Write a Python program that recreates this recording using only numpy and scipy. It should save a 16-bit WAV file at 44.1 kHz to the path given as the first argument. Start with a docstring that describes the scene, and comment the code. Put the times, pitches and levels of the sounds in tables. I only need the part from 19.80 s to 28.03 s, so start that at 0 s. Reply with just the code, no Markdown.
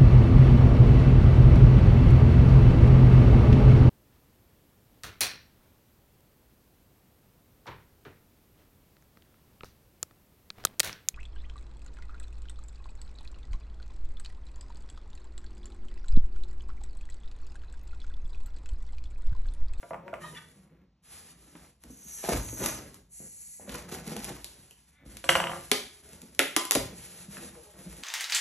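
"""Light knocks come first, as a man nudges a utility knife and lifts it off a big carton in a small storeroom.
He slits packing tape (sizzle and whistle), saws the seam and drops the knife, which bounces on the carton.
He pulls the flaps: tape snaps in sharp cracks, cardboard rings and creaks, and his hands hiss along it.
Blows are short pushes shaped by resonances; friction is a stream of tiny random slips, coloured by filters.
Room echoes and faint air noise surround it all, and a nearby phone picks it up in stereo."""
import sys
import numpy as np
from scipy import signal
from scipy.fft import rfft, irfft, next_fast_len
from scipy.io import wavfile
from scipy.ndimage import uniform_filter1d, map_coordinates

SR = 44100
rng = np.random.default_rng(int(sys.argv[2]) if len(sys.argv) > 2 else 0)


def unload_audio(sound):
    """Save the sound as a 16-bit wav file, at the path given as the first command line argument."""
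    columns = np.transpose(np.atleast_2d(sound))
    # keep every value between -1 and 1, then stretch to whole-number steps
    steps = np.round(np.clip(columns, -1, 1) * 32767)
    wavfile.write(sys.argv[1], SR, steps.astype(np.int16))


N = 362898  # length in samples

# All table levels are relative: each layer adds its own gain.
# A t60 is the time a sound takes to fall by 60 dB.

# The knife is nudged and lifted off the carton, later dropped on it, and bounces to rest:
# start_s, level_db, clack_db, carton_ring_db, top_hz (of the contact's band), lid_hz (pitch at that spot)
KNIFE_KNOCKS = [(.029, -25, -4.5, 3, 2350, 604), (.107, -13, -14, -2.5, 1900, 677),
                (0.132, -19.5, -4.5, -2, 2370, 890), (.143, -17, -8, -3.5, 2370, 836),
                (0.279, -27, 2.5, -1, 2400, 950), (.329, -14.5, -15, -5, 1400, 610),
                (.338, -19, 0.5, -6, 2540, 1090), (5.44, -25.5, 8, 9, 4260, 655),
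                (5.4898, 1.5, 6, -6.5, 3300, 1260), (5.495, -5.5, -10, -3, 2600, 1400),
                (5.5521, -1.5, 1.5, -8, 3330, 1020), (5.556, -6, 2.5, -4, 2700, 760),
                (5.5994, -6, 0, -9.5, 3200, 910), (5.639, -12.5, 2.5, 3, 3010, 1140),
                (5.669, -15.5, 5.5, 3, 3000, 990), (5.694, -19, -1.5, 4.5, 3080, 1200),
                (5.715, -17, -1, -2, 2300, 850), (5.732, -18.5, -0.5, -9, 2010, 1080),
                (5.763, -22.5, -4, -3, 1800, 833)]
# Tape snaps and the flap's fold ticks: start_s, level_db, treble_db, twang_hz, twang_width_octaves
TAPE_SNAPS = [(1.507, -46, -20, 2700, 0.48), (1.752, -37.5, -30, 1200, 1.07),
              (2.037, -42.5, -3.5, 1070, 0.99), (2.491, -25.5, 0, 890, .7), (2.86, -21, 0.5, 1500, 0.87),
              (3.143, -45, 1, 945, 0.64), (3.893, -27.5, -15, 2460, 0.92), (4.128, -32, -14, 1600, .55),
              (4.365, -27, -6.5, 2000, 0.95), (4.444, -33.5, 3, 3000, .7), (4.449, -37, 1, 3000, .7),
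              (4.566, -39, -11, 1450, 0.78), (4.644, -29.5, -3, 3840, 0.46), (4.909, -41, -7, 2880, 0.16),
              (5.369, -33.5, -4.5, 2600, 0.84), (5.915, -4, -12, 2720, 0.85),
              (5.919, -15.5, -13, 1310, 1.4), (6.332, -47, 0, 1860, .7), (6.417, -48, 6.5, 1900, 0.55),
              (6.548, -53, 7, 3100, .7), (6.592, -1.5, -13, 2410, 0.41), (6.597, -11.5, -20, 1540, 0.28),
              (6.7638, -7, -8.5, 1950, 1.03), (6.769, -20, -5, 2400, 2.1), (6.852, -34.5, 4.5, 991, 0.64),
              (6.9095, -13, -1, 1800, 1.3), (6.919, -19, 0, 1400, 0.58), (6.951, -14, -5.5, 2300, 1.15),
              (6.955, -14.5, -7.5, 1900, 1.06), (7.568, -28, -31, 1650, 0.6), (7.583, -35, -21, 1540, 0.46),
              (8.127, -40, -7, 1570, .7)]
# Hands and flaps bump the box: start_s, level_db, deep_boom_db, pitch_hz
BOX_BUMPS = [(.53, -37, -16, 328), (1.75, -37, -12, 330), (2.046, -40, 2, 240), (2.101, -35.5, -25, 265),
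             (2.251, -41.5, -2.5, 190), (2.44, -23.5, -10, 787), (2.488, -13.5, -24.5, 650),
             (2.52, -18, 7.5, 493), (2.547, -22, 7.5, 315), (2.729, -28.5, -15, 275.5),
             (2.82, -25, -26.5, 546), (2.853, -28, -20, 229), (3.403, -37.5, -12, 250),
             (3.797, -39, -22, 600), (3.878, -36.5, -8, 503), (3.893, -31.5, -3, 251),
             (3.942, -32, -6, 380), (4.123, -25, -7.5, 356), (4.272, -26, -7, 237),
             (4.318, -24.5, -12, 330), (4.363, -24, -3.5, 199), (4.366, -33, -22, 750),
             (4.478, -31, -12, 263), (4.503, -27.5, -6, 278), (5.26, -35.5, 4, 215), (6.43, -34, -17, 270),
             (6.954, -12, -10, 535), (6.964, -21.5, -16, 313), (7.482, -32, -3, 217),
             (7.574, -37, -11, 164), (7.64, -47, 2, 220), (8.061, -28.5, -4, 185)]
# Carton panels and flaps ring on after knocks, squeaks and snaps: start_s, level_db, pitch_hz, t60_s
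PANEL_RINGS = [(.112, -19, 166, 1), (.33, -16, 570, .07), (0.414, -16, 163, 0.55),
               (0.441, -16.5, 989, 0.19), (5.492, -3, 170, 0.78), (5.492, -12, 355, 0.35),
               (5.916, -0.5, 429, 0.064), (5.917, -8.5, 255, 0.13), (6.592, -3, 274, 0.14),
               (6.763, -4, 1195, 0.3), (6.768, -6.5, 1014, 0.61), (6.767, -5.5, 341, 0.051)]
# The blade slits taut tape, one list per slit: time_s, level_db, whistle_hz
TAPE_SLITS = [
    [(2.1, -56, 6000), (2.13, -61, 6550), (2.22, -56, 6560), (2.35, -44, 6350), (2.45, -47.5, 6160),
     (2.6, -47, 6660), (2.8, -44, 6410), (2.88, -39.5, 6330), (2.96, -48.5, 6210), (3.06, -80, 6200)],
    [(3.29, -72, 7000), (3.34, -47.5, 7370), (3.76, -47.5, 7280), (3.88, -55, 7330)],
]
# Whistle against sizzle, one value per slit: level_db
WHISTLE_LEVELS = [-2, -17]
# The blade saws through cardboard: start_s, length_s, level_db, change_along_stroke_db
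CARDBOARD_CUTS = [(1.755, 0.096, -63, -5), (2.425, 0.043, -43, -1), (2.48, 0.09, -37, -6.5),
                  (2.6, 0.18, -60.5, 5.5), (2.78, 0.085, -44.5, 3.5), (2.87, 0.16, -48, -10),
                  (3.87, 0.06, -55, 3), (3.925, .065, -47.5, -3), (4.07, 0.04, -60, 6),
                  (4.105, .03, -43.5, 1), (4.225, 0.095, -53, 6), (4.34, 0.18, -49.5, -3),
                  (4.53, 0.058, -53, -13)]
# Palms and shirt slide over cardboard: start_s, length_s, level_db, change_along_stroke_db
HAND_SLIDES = [(-.03, 0.13, -66, -1), (.39, 0.45, -55, -20.5), (1.22, 0.14, -65, 7),
               (1.29, 0.23, -53.5, -9.5), (1.55, 0.35, -66, -4), (1.99, 0.52, -71, 16),
               (3.0, 0.19, -62, -4), (4.57, 0.58, -59, -16.5), (5.245, 0.21, -57, -12),
               (5.67, 0.25, -50, -10.5), (5.95, 0.26, -62.5, -4.5), (6.215, 0.56, -58.5, -19.5),
               (7.12, 0.33, -55.5, 0.5), (7.46, 0.12, -64.5, 14.5), (7.57, 0.12, -52, -3.5),
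               (7.68, 0.34, -60.5, -6.5), (7.94, 0.35, -59, -0.5)]
# The box grumbles as it is pushed about: start_s, length_s, level_db, change_along_push_db
BOX_PUSHES = [(.1, 0.46, -57.5, 3), (.6, 0.44, -61, -3), (1.3, 0.57, -68, 9), (2.03, 0.34, -58, -18),
              (2.48, 0.26, -41.5, -17), (2.79, 0.066, -36, -1), (2.88, 0.2, -45.5, -2),
              (3.1, 0.12, -56, -8), (3.39, 0.083, -53, -4), (3.79, 0.11, -51.5, 1.5),
              (3.88, 0.094, -43.5, -1.5), (4.0, 0.36, -51, 3), (4.27, 0.32, -45, -9.5),
              (4.53, 0.33, -62.5, 0), (5.19, 0.17, -59, 7), (5.45, 0.37, -45.5, -9), (6.22, 0.62, -53, -15),
              (6.95, 0.19, -43, -5.5), (7.13, 0.37, -61.5, 4.5), (7.52, 0.26, -49.5, -9.5),
              (7.93, 0.091, -54.5, 3), (8.04, 0.21, -51.5, -3)]
# The knife squeaks on the carton and the flap's fold creaks:
# middle_s, length_s, level_db, slips_per_s, resonance_hz, pitch_bend_octaves_per_s
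SQUEAK_EVENTS = [(0.273, 0.045, -44.5, 185, 575, 2), (0.418, 0.013, -47, 590, 1900, 1),
                 (0.446, 0.03, -43, 630, 1880, -0.1), (0.447, 0.036, -45, 620, 1160, -0.5),
                 (0.464, 0.028, -53, 630, 3820, -1.5), (0.553, 0.016, -48.5, 1000, 2950, -1.5),
                 (0.575, 0.013, -43.5, 1150, 3340, -0.5), (.568, 0.018, -45, 930, 2120, 3.5),
                 (0.584, 0.018, -46.5, 300, 1680, 3.5), (5.19, 0.12, -65.5, 290, 2200, 0.5),
                 (7.633, 0.035, -47.5, 160, 476, -3), (7.754, .014, -52.5, 260, 1400, -4),
                 (7.778, 0.056, -51, 160, 508, -2), (7.879, 0.065, -58, 203, 553, -2)]

# Ringing tones of the big carton: pitch_hz, level_db, t60_s
CARTON_TONES = [(167.4, -12.5, 0.7), (350, -10, 0.46), (545, 1.5, 0.25), (683, 5, 0.11), (971, 3, 0.12),
                (1177, -1.5, 0.18), (1404, -6.5, 0.15)]
# Ringing tones of the air and walls of the box: pitch_hz, level_db, t60_s
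BOOM_TONES = [(56.8, 3, 0.25), (86, -11, 0.44), (117.5, -7, 0.47)]
# Resonances of the knife's handle: centre_hz, width_hz, level_db
HANDLE_RESONANCES = [(1465, 250, 3.5), (1950, 360, 1), (2400, 280, 1.5), (2700, 300, 3), (3036, 440, 2),
                     (6200, 1900, -6), (7740, 700, -17), (11000, 2500, -0.5)]
# Resonances of the loose steel blade: centre_hz, width_hz, level_db
BLADE_RESONANCES = [(6200, 870, -8.5), (7540, 340, 10), (10000, 4400, 6)]
# Resonances of cardboard ridges giving way: centre_hz, width_hz, level_db
CRUNCH_RESONANCES = [(330, 230, -1.5), (680, 450, 0), (1400, 920, -3.5), (2400, 620, -4)]

# Spectrum of snapping or crinkling tape: frequency_hz, level_db (per Hz)
SNAP_SPECTRUM = [(100, -59), (500, -29), (1200, -23), (2500, -5), (4000, -5.5), (7000, -0.5), (9000, 2.5),
                 (10800, 4), (12300, -5), (15500, -65.5)]
# Spectrum of skin and cloth on cardboard: frequency_hz, level_db (per Hz)
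PALM_SPECTRUM = [(150, -3), (600, -8.5), (2000, -5.5), (4500, -6.5), (6500, -5), (8500, -0.5), (10800, 3),
                 (12000, -10.5), (13200, -21.5), (15500, -59.5)]
# Spectrum of tape film parting: frequency_hz, level_db (per Hz)
FILM_SPECTRUM = [(300, -23), (1300, -28), (2200, -15.5), (3500, -26), (4400, -12), (5100, -16),
                 (6000, -5.5), (8000, 2), (9300, 2), (11000, 2.5), (12000, -12), (13000, -36.5),
                 (15000, -84.5)]
# Spectrum of breaking paper fibres: frequency_hz, level_db (per Hz)
FIBRE_SPECTRUM = [(100, 5), (300, -7.5), (800, 6.5), (1500, 1), (2600, 1), (4000, 1.5), (6500, 3),
                  (9000, 5.5), (10800, 6.5), (12200, -2), (13500, -16.5), (15500, -62)]
# Spectrum of grumbling box walls: frequency_hz, level_db (per Hz)
WALL_SPECTRUM = [(25, -38.5), (42, -5.5), (56, -0.5), (72, -1), (110, -7), (170, 3), (300, -4.5),
                 (500, -6.5), (900, -18.5), (2000, -17), (5000, -38.5)]
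# Spectrum of the background air noise: frequency_hz, level_db (per Hz)
AIR_SPECTRUM = [(25, -19), (56, 14), (100, -1.5), (170, 5), (400, -17), (900, -17), (1500, -25),
                (5000, -27.5), (11000, -49.5), (13000, -63), (15000, -91)]
# How long the room's echoes last: frequency_hz, t60_s
ROOM_DECAY = [(60, 0.91), (200, 0.24), (600, 0.32), (2500, 0.42), (6000, 0.41), (12000, 0.37)]
# How far the left channel leads the right: frequency_hz, lead_radians
LEFT_LEAD = [(20, 0), (1900, .1), (3000, .95), (4100, .9), (4850, 3.1), (5600, 6.1), (6150, 6.35),
             (8800, 9.3), (9500, 9.5), (12100, 12.5), (16000, 12.6)]
# Stereo side share of the room's sound: frequency_hz, level_db
ROOM_SPREAD = [(100, -31.5), (350, -13.5), (550, -7), (800, -3.5), (1300, -6), (1750, -19), (2600, -4.5),
               (4000, -2), (5200, -2), (5900, -24), (7000, -0.5), (9000, -29), (11000, 1.5), (12500, -15)]

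FLAP_DB = -0.5  # the flap's knock in every snap, before the snap's own level
SLIDE_ATTACK_S, SLIDE_RELEASE_S = 0.05, 0.096  # rise; time to fall 60 dB
PUSH_ATTACK_S, PUSH_RELEASE_S = 0.012, 0.088
CUT_ATTACK_S, CUT_RELEASE_S = 0.02, 0.2
TOP_HZ = 15800  # upper limit of the sound


def knife_knocks():
    """The handle clacks, its blade rattles, the lid knocks hollowly and the big carton rings on."""
    out, t = np.zeros(N), np.arange(SR // 2) / SR
    rattle_spectrum = [(3000, -1.5), (5500, -8.0), (11500, -15.0), (13500, -40.5)]
    for start_s, db, clack_db, ring_db, top_hz, lid_hz in KNIFE_KNOCKS:
        # a softer contact has a lower top and a duller clack
        band = [(200, -8), (500, 0), (top_hz, 0), (1.25 * top_hz, -13), (1.8 * top_hz, -18), (4.1 * top_hz, -36)]
        push = colour(fracture(t, spread=.001), band)
        # the handle sounds a little different on each side it lands on
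        handle = [(hz * rng.normal(1, .025), width, level) for hz, width, level in HANDLE_RESONANCES]
        clack = unit_energy(resonate(push, handle))
        loose_contact = colour(contact(t, t60=0.23, rough=4), rattle_spectrum)
        rattle = unit_energy(resonate(loose_contact, BLADE_RESONANCES))
        hardness = (top_hz / 3400) ** 4
        knife = amp(clack_db) * (clack + amp(-5.5) * hardness * rattle)
        lid = unit_energy(resonate(push, [(600, 170, -5), (lid_hz, 0.23 * lid_hz, 0)]))
        carton = amp(ring_db) * ring(CARTON_TONES, t)
        add(out, start_s, amp(db + 3.5) * (knife + lid + carton))
    return bend(out, delay=0.00075)


def tape_snaps():
    """Tape parts in one broadband crack: the film's treble, the freed edge's twang and the flap's knock."""
    out, t, hz = np.zeros(N), np.arange(SR // 4) / SR, np.fft.rfftfreq(1024, 1 / SR)
    film = unit(amp(along(SNAP_SPECTRUM, hz)))
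    flap = amp(FLAP_DB) * hump(hz, centre_hz=480, octaves=0.82)
    for start_s, db, treble_db, twang_hz, octaves in TAPE_SNAPS:
        treble = amp(treble_db + 20.5) * film
        twang = amp(9.0) * hump(hz, twang_hz, octaves)
        power = treble ** 2 + twang ** 2 + flap ** 2
        spectrum = np.column_stack([hz, 10 * np.log10(power)])
        add(out, start_s, amp(db) * colour(fracture(t, spread=.0009), spectrum))
    return bend(out, delay=0.000995)


def slitting():
    """Film parts in a fine sizzle while the blade whistles on its edge."""
    out, t = np.zeros(N), np.arange(N) / SR
    for rows, whistle_db in zip(TAPE_SLITS, WHISTLE_LEVELS):
        film = colour(grains(rate=14000, scatter_db=-0.5), FILM_SPECTRUM)
        sizzle = unit(film * amp(1.1 * wobble(50)))
        pitch_hz = curve(rows, axis=2) * (1 + .008 * wobble(40) + .016 * wobble(1500))
        phase = 2 * np.pi * np.cumsum(pitch_hz) / SR
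        # three tones (pitch ratio, dB), each swelling and fading at random
        partials = [(.92, -7.5), (1, -4.5), (1.85, -7)]
        tones = sum(amp(db) * np.sin(ratio * phase) * wobble(300) for ratio, db in partials)
        whistle = unit(colour(tones, [(12000, 0), (13000, -30)]))
        # smooth the on/off steps where the blade meets and leaves the tape
        touching = uniform_filter1d(1.0 * ((t >= rows[0][0]) & (t <= rows[-1][0])), size=600)
        out += touching * amp(curve(rows) - 0.5) * (sizzle + amp(whistle_db) * whistle)
    return out


def cutting():
    """Paper fibres break in clumps as the blade crosses the corrugations, which give way with a crunch."""
    clumps = amp(3.5 * wobble(80))
    fibres = unit(colour(clumps * grains(rate=1500, scatter_db=3), FIBRE_SPECTRUM))
    crunch = unit(resonate(clumps * grains(rate=220, scatter_db=3), CRUNCH_RESONANCES))
    gain = strokes(CARDBOARD_CUTS, CUT_ATTACK_S, CUT_RELEASE_S)
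    return gain * (amp(4.5) * fibres + amp(-2.0) * crunch)


def box_bumps():
    """A soft blow thuds on a panel; the air in the box swells into a boom."""
    out, t = np.zeros(N), np.arange(SR // 2) / SR
    for start_s, db, boom_db, pitch_hz in BOX_BUMPS:
        panel = resonate(contact(t, t60=0.071, rough=1.36), [(pitch_hz, .55 * pitch_hz, 0)])
        thud = unit_energy(colour(panel, [(60, -14.5), (160, 10.5), (800, -2.5), (3000, -21.5)]))
        boom = ring(BOOM_TONES, t) * (1 - np.exp(-t / 0.0054))
        add(out, start_s, amp(db + 15.0) * (thud + amp(boom_db) * boom))
    return out


def panel_rings():
    """Cardboard rings hoarsely: the tone's tuning wavers at random."""
    out, t = np.zeros(N), np.arange(SR // 2) / SR
    for start_s, db, pitch_hz, t60 in PANEL_RINGS:
        waver = 1 + .025 * map_coordinates(rng.standard_normal(100), [150 * t])
        tone = np.sin(2 * np.pi * np.cumsum(pitch_hz * waver) / SR)
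        envelope = amp(-60 * t / t60) * (1 - np.exp(-t / 0.0011))
        add(out, start_s, amp(db) * unit_energy(tone * envelope))
    return out


def squeaks():
    """A dragged edge sticks and slips at an unsteady, bending rate."""
    out, t = np.zeros(N), np.arange(-SR // 4, SR // 4) / SR  # zero is the squeak's middle
    for middle_s, length, db, rate, body_hz, glide in SQUEAK_EVENTS:
        unsteady = 1 + .028 * map_coordinates(rng.standard_normal(100), [120 * (t - t[0])])
        slip_rate = rate * 2 ** (glide * np.clip(t, -length, length)) * unsteady
        turns = np.cumsum(slip_rate) / SR
        # one click per whole turn, plus some rough noise
        slips = unit(np.diff(np.floor(turns), prepend=0)) + .45 * rng.standard_normal(len(t))
        body = [(0.7 * body_hz, 0.25 * body_hz, -6), (body_hz, 0.11 * body_hz, 0),
                (1.62 * body_hz, 0.085 * body_hz, -8)]
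        voice = unit(resonate(slips, body))
        swell = amp(db - 9 * np.abs(t) / (length / 2))  # loudest in the middle
        add(out, max(middle_s + t[0], 0), swell * voice)
    return out


def sliding_hands():
    """Skin and cloth hiss on the cardboard in many tiny slips, and loose tape crinkles along."""
    hiss = unit(colour(grains(rate=9000, scatter_db=2), PALM_SPECTRUM)) * amp(2 * wobble(45))
    crinkle = amp(-13) * unit(colour(grains(rate=45, scatter_db=5), SNAP_SPECTRUM))
    return amp(6.0) * strokes(HAND_SLIDES, SLIDE_ATTACK_S, SLIDE_RELEASE_S) * (hiss + crinkle)


def pushed_walls():
    """The box walls turn small slips under the push into a low grumble."""
    walls = unit(colour(grains(rate=900, scatter_db=4.0), WALL_SPECTRUM)) * amp(0.84 * wobble(25))
    return amp(-3.5) * strokes(BOX_PUSHES, PUSH_ATTACK_S, PUSH_RELEASE_S) * walls


def room(x, size=16384):
    """Two unrelated echoes of x; each frequency dies at its own speed."""
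    echo = np.zeros((2, N))
    # each block of sound gets fresh random echo tails
    for start in range(0, N, size):
        hz, t, z = signal.stft(rng.standard_normal((2, SR // 2)), SR, nperseg=256)
        decay = amp(-60 * t / along(ROOM_DECAY, hz)[:, None])
        build_up = 1 - np.exp(-t / 0.00065)
        tails = signal.istft(z * decay * build_up, SR, nperseg=256)[1]
        for track, tail in zip(echo, tails):
            add(track, start / SR, signal.fftconvolve(x[start:start + size], unit_energy(tail)))
    tint = [(100, 3.5), (300, 5.5), (1200, 0.0), (2700, -3), (6000, -2.5), (11000, -4.5)]
    return filtered(echo, lambda f: amp(along(tint, f)))


def air_noise():
    """Steady random noise, strongest in the bass, lies faintly behind everything."""
    return amp(-67.5) * unit(colour(rng.standard_normal(N), AIR_SPECTRUM))


def fracture(t, spread, grain_hz=350):
    """All frequencies are equally strong, but each lets go at its own moment, about spread s late on average."""
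    hz = np.fft.rfftfreq(len(t), 1 / SR)
    random_curve = map_coordinates(rng.standard_normal(int(hz[-1] / grain_hz) + 4), [hz / grain_hz])
    late = spread * random_curve ** 2
    crack = irfft(np.exp(-2j * np.pi * np.cumsum(late) * hz[1]), len(t))
    return crack * np.exp(-(t / .02) ** 2)


def contact(t, t60, rough):
    """A sharp push with a short, fading crunch of noise."""
    return (t == 0) + rough * unit_energy(rng.standard_normal(len(t)) * amp(-60 * t / t60))


def bend(x, delay):
    """Bending waves in a sheet: treble runs ahead, bass trails; delay is the travel time in s at 1 kHz."""
    return filtered(x, lambda f: np.exp(-4j * np.pi * delay * np.sqrt(1000 * f)))


def ring(modes, t):
    """Fading tones; their strength and tuning vary a little at random from blow to blow."""
    total = 0
    for hz, db, t60 in modes:
        level = amp(db + rng.normal(0, 2) - 60 * t / t60)
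        total = total + level * np.sin(2 * np.pi * hz * rng.normal(1, .008) * t)
    return unit_energy(total)


def resonate(x, peaks):
    """Pass x through broad (Hz, width, dB) resonances, neighbours with opposite signs."""
    def response(f):
        return sum((-1) ** k * amp(db) * 1j * f * width / (centre * centre - f * f + 1j * f * width)
                   for k, (centre, width, db) in enumerate(peaks))
    return filtered(x, response)


def grains(rate, scatter_db):
    """Tiny slips at random moments, rate per second on average, of uneven size."""
    slips = (rng.random(N) < rate / SR) * rng.choice([-1, 1], N)
    return unit(slips * amp(scatter_db * np.clip(rng.standard_normal(N), -2, 2)))


def strokes(rows, attack_s, release_s):
    """The gain of friction strokes: each sets in, swells or fades as it goes and dies away."""
    t, gain = np.arange(N) / SR, np.zeros(N)
    for start_s, length, db, change_db in rows:
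        rise = np.clip((t - start_s) / attack_s, 0, 1)
        drift_db = change_db * np.clip((t - start_s) / length, 0, 1)
        fall_db = 60 * np.maximum(t - start_s - length, 0) / release_s
        gain = np.maximum(gain, rise * amp(db + drift_db - fall_db))
    return gain


def wobble(rate):
    """A smooth random curve through rate random points a second."""
    return map_coordinates(rng.standard_normal(int(N * rate / SR) + 4), [np.arange(N) * rate / SR])


def colour(x, points, size=8192):
    """Give x a spectrum with a filter that only acts after each sound, never before it."""
    cepstrum = irfft(np.log(amp(along(points, np.fft.rfftfreq(size, 1 / SR)))))
    # folding the second half onto the first gives minimum phase
    cepstrum[1:size // 2] *= 2
    cepstrum[size // 2 + 1:] = 0
    return signal.fftconvolve(x, irfft(np.exp(rfft(cepstrum))))[:len(x)]


def filtered(x, response):
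    """Multiply the spectrum of x by a response of frequency."""
    n = x.shape[-1]
    m = next_fast_len(n + SR // 4)
    return irfft(rfft(x, m) * response(np.fft.rfftfreq(m, 1 / SR)), m)[..., :n]


def hump(hz, centre_hz, octaves):
    """A broad, smooth band around a centre frequency, rms 1."""
    return unit(np.exp(-.5 * (np.log2((hz + 1) / centre_hz) / octaves) ** 2))


def along(points, hz):
    """Read (Hz, value) points on a logarithmic frequency axis."""
    f, v = np.transpose(points)
    return np.interp(np.log(hz + 1), np.log(f + 1), v)


def curve(rows, axis=1):
    """One column of a table, one value per sample."""
    rows = np.asarray(rows)
    return np.interp(np.arange(N) / SR, rows[:, 0], rows[:, axis])


def amp(db):
    """Turn decibels into a plain factor."""
    return 10 ** (np.asarray(db) / 20)


def unit(x):
    """Scale x to rms 1."""
    return x / np.sqrt(np.mean(x ** 2) + 1e-20)


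def unit_energy(x):
    """Scale x to a total energy of 1."""
    return x / np.sqrt(np.sum(x ** 2) + 1e-20)


def add(track, start_s, x):
    """Mix x into the track at start_s seconds."""
    part = track[round(start_s * SR):][:len(x)]
    part += x[:len(part)]


def scene():
    """Blows and friction in the room, picked up by two close microphone ports."""
    knife, snaps, bumps = knife_knocks(), tape_snaps(), box_bumps() + panel_rings()
    friction = slitting() + cutting() + squeaks() + sliding_hands() + pushed_walls()
    into_room = amp(-3.5) * knife + amp(-0.5) * snaps + amp(-6.0) * bumps + amp(-2.5) * friction
    near, across = room(into_room)
    mid = knife + snaps + bumps + friction + near + air_noise()
    side = filtered(across, lambda hz: amp(along(ROOM_SPREAD, hz)))
    return np.array([mid + side, mid - side])


def record(dry):
    """The phone drops the deepest bass and shifts its channels against each other; the top treble is left out."""
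    lean = signal.sosfilt(signal.butter(6, 44, "highpass", fs=SR, output="sos"), dry)

    def response(hz):
        shift = np.exp(.5j * np.outer([1, -1], along(LEFT_LEAD, hz)))  # half the lead each way
        return shift * np.clip((TOP_HZ - hz) / 500, 0, 1)
    return filtered(lean, response)


dry = scene()
out = record(dry)
unload_audio(out)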